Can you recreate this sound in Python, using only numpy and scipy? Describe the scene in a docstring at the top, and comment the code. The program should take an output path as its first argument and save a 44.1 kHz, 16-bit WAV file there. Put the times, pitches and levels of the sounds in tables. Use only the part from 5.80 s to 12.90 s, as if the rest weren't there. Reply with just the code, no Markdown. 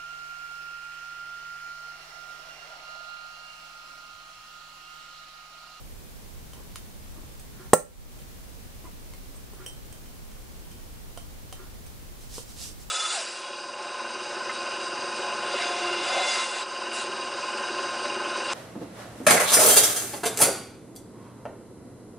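"""Weaving a rubber band bracelet

A plastic hook works bands over two metal forks at a table in a small quiet room; a clock ticks faintly.
Bands snap and rub on the tines (the prongs), the hook clicks on them, and a sleeve swishes.
Once, the fork handles knock hard on the table. This overloads the hissy microphone,
which turns itself down and slowly recovers."""
import sys
import numpy as np
from scipy import signal
from scipy.fft import rfft, irfft, next_fast_len
from scipy.io import wavfile

SR = 44100
rng = np.random.default_rng(int(sys.argv[2]) if len(sys.argv) > 2 else 0)


def transcribe(signal):
    """Save signal, clipped to [-1, 1], as a 16-bit WAV file at the path in sys.argv[1]."""
    frames = np.atleast_2d(signal).T
    limited = np.clip(frames, -1, 1)
    pcm = np.round(limited * 32767).astype(np.int16)
    wavfile.write(sys.argv[1], SR, pcm)


N = 313110
TIME = np.arange(N) / SR
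CUTOFF_HZ = 15700   # the top of the microphone's range


def from_db(db):
    """Turn decibels into a number to multiply by."""
    return 10 ** (np.asarray(db) / 20)


def rms_one(x):
    """Scale a sound so its average size (rms) is 1."""
    return x / np.sqrt(np.mean(x ** 2) + 1e-20)


def band_pass(x, low_hz, high_hz):
    """Keep what lies between two frequencies."""
    return signal.sosfilt(signal.butter(2, [low_hz, high_hz], "band", fs=SR, output="sos"), x)


def coloured(x, spectrum):
    """Shape the tone with a curve of (f/Hz, level/dB) points."""
    hz, db = np.transpose(spectrum)
    size = next_fast_len(len(x))
    bins = np.maximum(np.fft.rfftfreq(size, 1 / SR), 1)
    gain = from_db(np.interp(np.log(bins), np.log(hz), db))
    return irfft(rfft(x, size) * gain, size)[:len(x)]


def taps(times, levels_db):
    """One instant push for each contact."""
    force = np.zeros(N)
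    force[np.round(times * SR).astype(int)] = from_db(levels_db)
    return force


def swell(at, half_s, level_db):
    """A smooth, bell-shaped rise and fall in level."""
    return from_db(level_db) * np.exp(-.5 * ((TIME - at) / half_s) ** 2)


def ring(force, modes):
    """A pushed object rings with its own tones (modes); each drops 60 dB in its fade time."""
    out = np.zeros(N)
    for hz, db, fade_s in modes:
        r, w = from_db(-60 / (fade_s * SR)), 2 * np.pi * hz / SR
        out += from_db(db) * signal.lfilter([0, np.sin(w)], [1, -2 * r * np.cos(w), r * r], force + 1e-18)
    return out


def burst(force, spectrum, decay_s):
    """Each tap becomes a short, dying splash of noise."""
    t = TIME[:SR // 8]
    splash = coloured(rng.standard_normal(len(t)), spectrum) * np.exp(-t / decay_s)
    return signal.oaconvolve(force, splash / np.linalg.norm(splash))[:N]


def friction(grain_db):
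    """Rubbing is a dense run of tiny slips of uneven size."""
    return rng.standard_normal(N) * from_db(grain_db * rng.standard_normal(N))


# tone of the hiss and rumble: f/Hz, level/dB
HISS = [(12, -35), (20, 1), (95, -8.5), (180, -14.5), (219, -13.5), (252, -16), (274, -17), (382, -19.5),
        (534, -21.5), (649, -24), (811, -25.5), (1820, -30.5), (2760, -30.5), (15500, -34)]
# stereo width, as side (left minus right) over mid (what both share): f/Hz, level/dB
HISS_WIDTH = [(60, 2.5), (110, 3.5), (200, 1), (380, 0.5), (700, -0.5), (1290, 1), (2380, 0), (4400, -0.5),
              (8120, 0.5), (15000, 0.5)]

def microphone_hiss(level_db):
    """Steady hiss over a low rumble, nearly unrelated on the left and right."""
    mid, side = (rms_one(coloured(rng.standard_normal(N), HISS)) for _ in range(2))
    side = coloured(side, HISS_WIDTH)
    return from_db(level_db) * rms_one(np.array([mid + side, mid - side]))


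# tone of a band's crack or the hook's click: f/Hz, level/dB
SNAP = [(500, -8), (1200, 3.5), (2200, -6), (4000, -3.5), (7500, -5), (9500, -4), (12500, -16),
        (16000, -17)]

def snap(force, decay_s):
    """A sudden slip or touch makes a tiny burst of noise."""
    return burst(force, SNAP, decay_s)


def rubber_band(force, hz, fade_s):
    """A stretched band twangs briefly, with a weaker, shorter tone an octave up."""
    return ring(force, [(hz, 0, fade_s), (2 * hz, -9, 0.78 * fade_s)])


# tones of one tine: f/Hz, level/dB, fade/s
TINE_MODES = [(3110, 1, 0.075), (5720, -7, 0.035), (8400, -6, .06), (11060, -13, .06)]

def tine(force):
    """A thin metal prong gives a high ping."""
    return ring(force, TINE_MODES)


# strong tones of a whole fork: f/Hz, level/dB, fade/s
FORK_MODES = [(2960, -28, 0.035), (4304, -27.5, 0.059), (5320, -29, 0.059), (6363, -14, 0.127),
              (7800, -12, .025), (8210, -15, 0.022), (8340, -5.5, 0.042), (8430, -4.5, .028),
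              (9060, -8.5, .035), (8600, -11, 0.028), (10360, -18, .05)]
# its many close overtones, blurred into noise: f/Hz, level/dB
CLATTER = [(2000, -31), (4500, -19), (5700, -23), (6350, 1), (7300, -18), (8400, 6), (9700, -18),
           (10600, -5), (12200, -19), (13800, -6), (15000, -9), (15800, -1.5)]

def fork_body(force, clatter_db=20):
    """A few strong tones stand out of a dense metal clatter."""
    return ring(force, FORK_MODES) + from_db(clatter_db) * burst(force, CLATTER, decay_s=0.0041)


# tones of the table top: f/Hz, level/dB, fade/s
TABLE_MODES = [(166.5, -18.5, 0.22), (264, -20.5, 0.12), (318, -18, 0.091), (465, -15.5, 0.095),
               (511.5, -6, 0.13), (595.5, -3, 0.07), (830, 2, 0.017), (1047, -1, 0.019),
               (1220, -18, 0.0086), (1362, -19.5, 0.19), (1855, -12.5, 0.012)]

def table_top(force):
    """The wood answers with low, short tones."""
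    return ring(force, TABLE_MODES)


# bands slipping off a tine: t/s, crack/dB, band pitch/Hz, twang/dB, tine/dB
SLIPS = [(0.734, -25, 466, -50, -50.5), (0.958, -13, 1230, -49, -68), (3.3363, -27.5, 2134, -45, -62),
         (3.735, -35, 413, -43.5, -57), (5.375, -20.5, 688, -37, -45), (5.7264, -18, 750, -42.5, -46),
         (6.5817, -25, 471, -33.5, -46.5)]

def band_slips():
    """A band cracks free, twangs and plucks the tine; its kick shakes the fork and the table."""
    times, crack_db, _, twang_db, tine_db = np.transpose(SLIPS)
    twangs = sum(rubber_band(taps(at, db), hz, fade_s=0.049) for at, _, hz, db, _ in SLIPS)
    kick = taps(times, twang_db)
    metal = tine(taps(times, tine_db)) + from_db(-12) * fork_body(kick)
    wood = from_db(-7) * table_top(kick)
    cracks = snap(taps(times, crack_db), decay_s=0.0025)
    return cracks + twangs + metal + wood


# tones of the clock's two steps: f/Hz, level/dB, fade/s
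CLOCK_TOCK = [(450, -53.5, 0.14)]
CLOCK_TICK = [(370.3, -43.5, 0.21), (1392, -54.5, 0.41), (1214, -53, .12)]

def clock(whirr_db):
    """A far clock steps about once a second; every other step is louder, with a whirr of gears."""
    tocks, ticks = np.arange(.77, 7, 2), np.arange(1.797, 7, 2)
    gears = rms_one(band_pass(friction(grain_db=2), 930, 1700))
    whirr = sum(swell(at + 0.016, 0.047, whirr_db) for at in ticks) * gears
    return ring(taps(ticks, 0), CLOCK_TICK) + ring(taps(tocks, 0), CLOCK_TOCK) + whirr


# bands dragging along a tine: t/s, half length/s, band pitch/Hz, band/dB, fork/dB
RUBS = [(0.785, 0.035, 466, -51, -73), (1.388, 0.037, 308, -49.5, -73), (3.06, 0.017, 356, -50, -70),
        (3.066, .01, 1010, -47.5, -73), (3.555, 0.025, 600, -62, -60)]

def band_rubs():
    """Friction makes a dragged band hum and stirs the fork softly."""
    drag = friction(grain_db=11)
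    metal = rms_one(ring(drag, FORK_MODES))
    wood = from_db(-8.5) * rms_one(band_pass(table_top(drag), 590, 2500))   # passed on through the hand
    out = np.zeros(N)
    for at, half_s, hz, band_db, fork_db in RUBS:
        hum = rms_one(rubber_band(drag, hz, fade_s=0.027))
        out += swell(at, half_s, band_db) * (hum + wood) + swell(at, half_s, fork_db) * metal
    return out


# the hook touching a tine: t/s, strength/dB, place (0 at the root, 1 at the tip)
TOUCHES = [(1.5965, -44, 0.062), (2.3885, -52, .7), (3.8626, -29, 0.59), (4.1255, -40.5, .35),
           (4.2577, -51.5, .75), (4.5155, -50, .6), (4.9135, -44, .5), (6.0642, -45, .08)]

def hook_touches():
    """The hook clicks on the metal: near the tip it rings the tine, near the root the whole fork."""
    times, strength_db, place = np.transpose(TOUCHES)
    ping = tine(taps(times, strength_db + 20 * np.log10(place)))
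    body = fork_body(taps(times, strength_db + 20 * np.log10(1 - place)), clatter_db=19)
    wood = table_top(taps(times, strength_db - 16))
    click_db = -30.5 + 0.39 * (strength_db + 49)   # a harder touch clicks only a little louder
    return snap(taps(times, click_db), decay_s=0.0021) + ping + body + wood


def handle_knock(at):
    """The handles land: the table booms, then the forks chatter against each other."""
    contact = np.arange(4)   # one blow and three ever weaker bounces
    times = at + .0023 * contact
    loss_db = 2.5 * contact[:-1]
    table_db = np.append(2, -14.5 - loss_db)
    fork_db = np.append(-29, -9 - loss_db)
    # low tones travel more slowly through the bending wood, so they arrive later
    top_hz, travel_s = TABLE_MODES[-1][0], .0008
    wood = np.zeros(N)
    for hz, db, fade_s in TABLE_MODES:
        late_s = travel_s * (np.sqrt(top_hz / hz) - 1)
        wood += ring(taps(times + late_s, table_db), [(hz, db, fade_s)])
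    wood = band_pass(wood, 183, 4000)
    # an echo off the nearby arms reaches left and right at different moments
    echo = np.array([np.interp(TIME - lag_s, TIME, wood) for lag_s in (.0010, .0016)])
    return wood + from_db(-11) * echo + fork_body(taps(times, fork_db))


# the sleeve sliding as the arm moves: t/s, half length/s, level/dB
SWISHES = [(6.424, 0.021, -55.5), (6.562, 0.039, -44.5), (6.702, .022, -52), (6.833, 0.042, -41.5),
           (7.017, 0.016, -52.5)]
# tone of the cloth: f/Hz, level/dB
CLOTH = [(1000, -10), (2200, -9), (3200, -3), (5500, 2), (8500, 0), (11000, -5.5), (13000, -13),
         (16000, -23)]

def sleeve():
    """Sliding cloth fibres make a fine, bright hiss with each stroke."""
    fibres = rms_one(coloured(friction(grain_db=3), CLOTH))
    return sum(swell(*stroke) for stroke in SWISHES) * fibres


# the room's echoes, one row per frequency range: f/Hz, level/dB, fade/s
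ROOM = [(199.6, -10, 0.37), (493, -7, 0.25), (1200, -8.5, 0.19), (3050, 0, 0.25), (6640, 0, 0.22),
        (13200, 2, 0.2)]

def room(x, first_echo_s):
    """Add a blur of echoes, different left and right; each range fades at its own speed."""
    t = TIME[:SR // 2]
    centres = np.array(ROOM)[:, 0]
    edges = [100, *np.sqrt(centres[1:] * centres[:-1]), CUTOFF_HZ]
    build_up = np.clip(t / first_echo_s - 1, 0, 1)
    tail = 0
    for (_, db, fade_s), low, high in zip(ROOM, edges, edges[1:]):
        fade = from_db(-60 * t / fade_s) * build_up
        echoes = rng.standard_normal((2, len(t))) * fade / np.linalg.norm(fade)
        tail = tail + from_db(db) * band_pass(echoes, low, high)
    return x + signal.oaconvolve(x, tail, axes=1)[:, :N]


def scene():
    """The handwork and the clock sound in the room, a little to the right, over the hiss."""
    handwork = handle_knock(at=1.9329) + band_slips() + hook_touches() + band_rubs() + sleeve()
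    sounds = room(handwork + clock(whirr_db=-57.5), first_echo_s=0.00097)
    hiss = microphone_hiss(level_db=-42.5)
    return sounds * from_db([[-1.6], [1.1]]) + hiss * from_db([[-.3], [.3]])


def record(dry):
    """A loud peak quickly turns the microphone down, and its level creeps back up."""
    threshold_db, recovery_db_per_s, react_s = -4.2, 30, .008
    over_db = np.maximum(20 * np.log10(np.abs(dry).max(axis=0) + 1e-9) - threshold_db, 0)
    recovery_db = recovery_db_per_s * TIME
    held_db = np.maximum.accumulate(over_db + recovery_db) - recovery_db
    smooth = np.exp(-1 / (react_s * SR))
    dip_db = signal.lfilter([1 - smooth], [1, -smooth], held_db)
    clipped = np.clip(dry * from_db(-dip_db), -1, 1)   # overload flattens the biggest peaks
    treble_cut = signal.ellip(12, .1, 80, CUTOFF_HZ, fs=SR, output="sos")
    return signal.sosfilt(treble_cut, clipped)


dry = scene()
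out = record(dry)
transcribe(out)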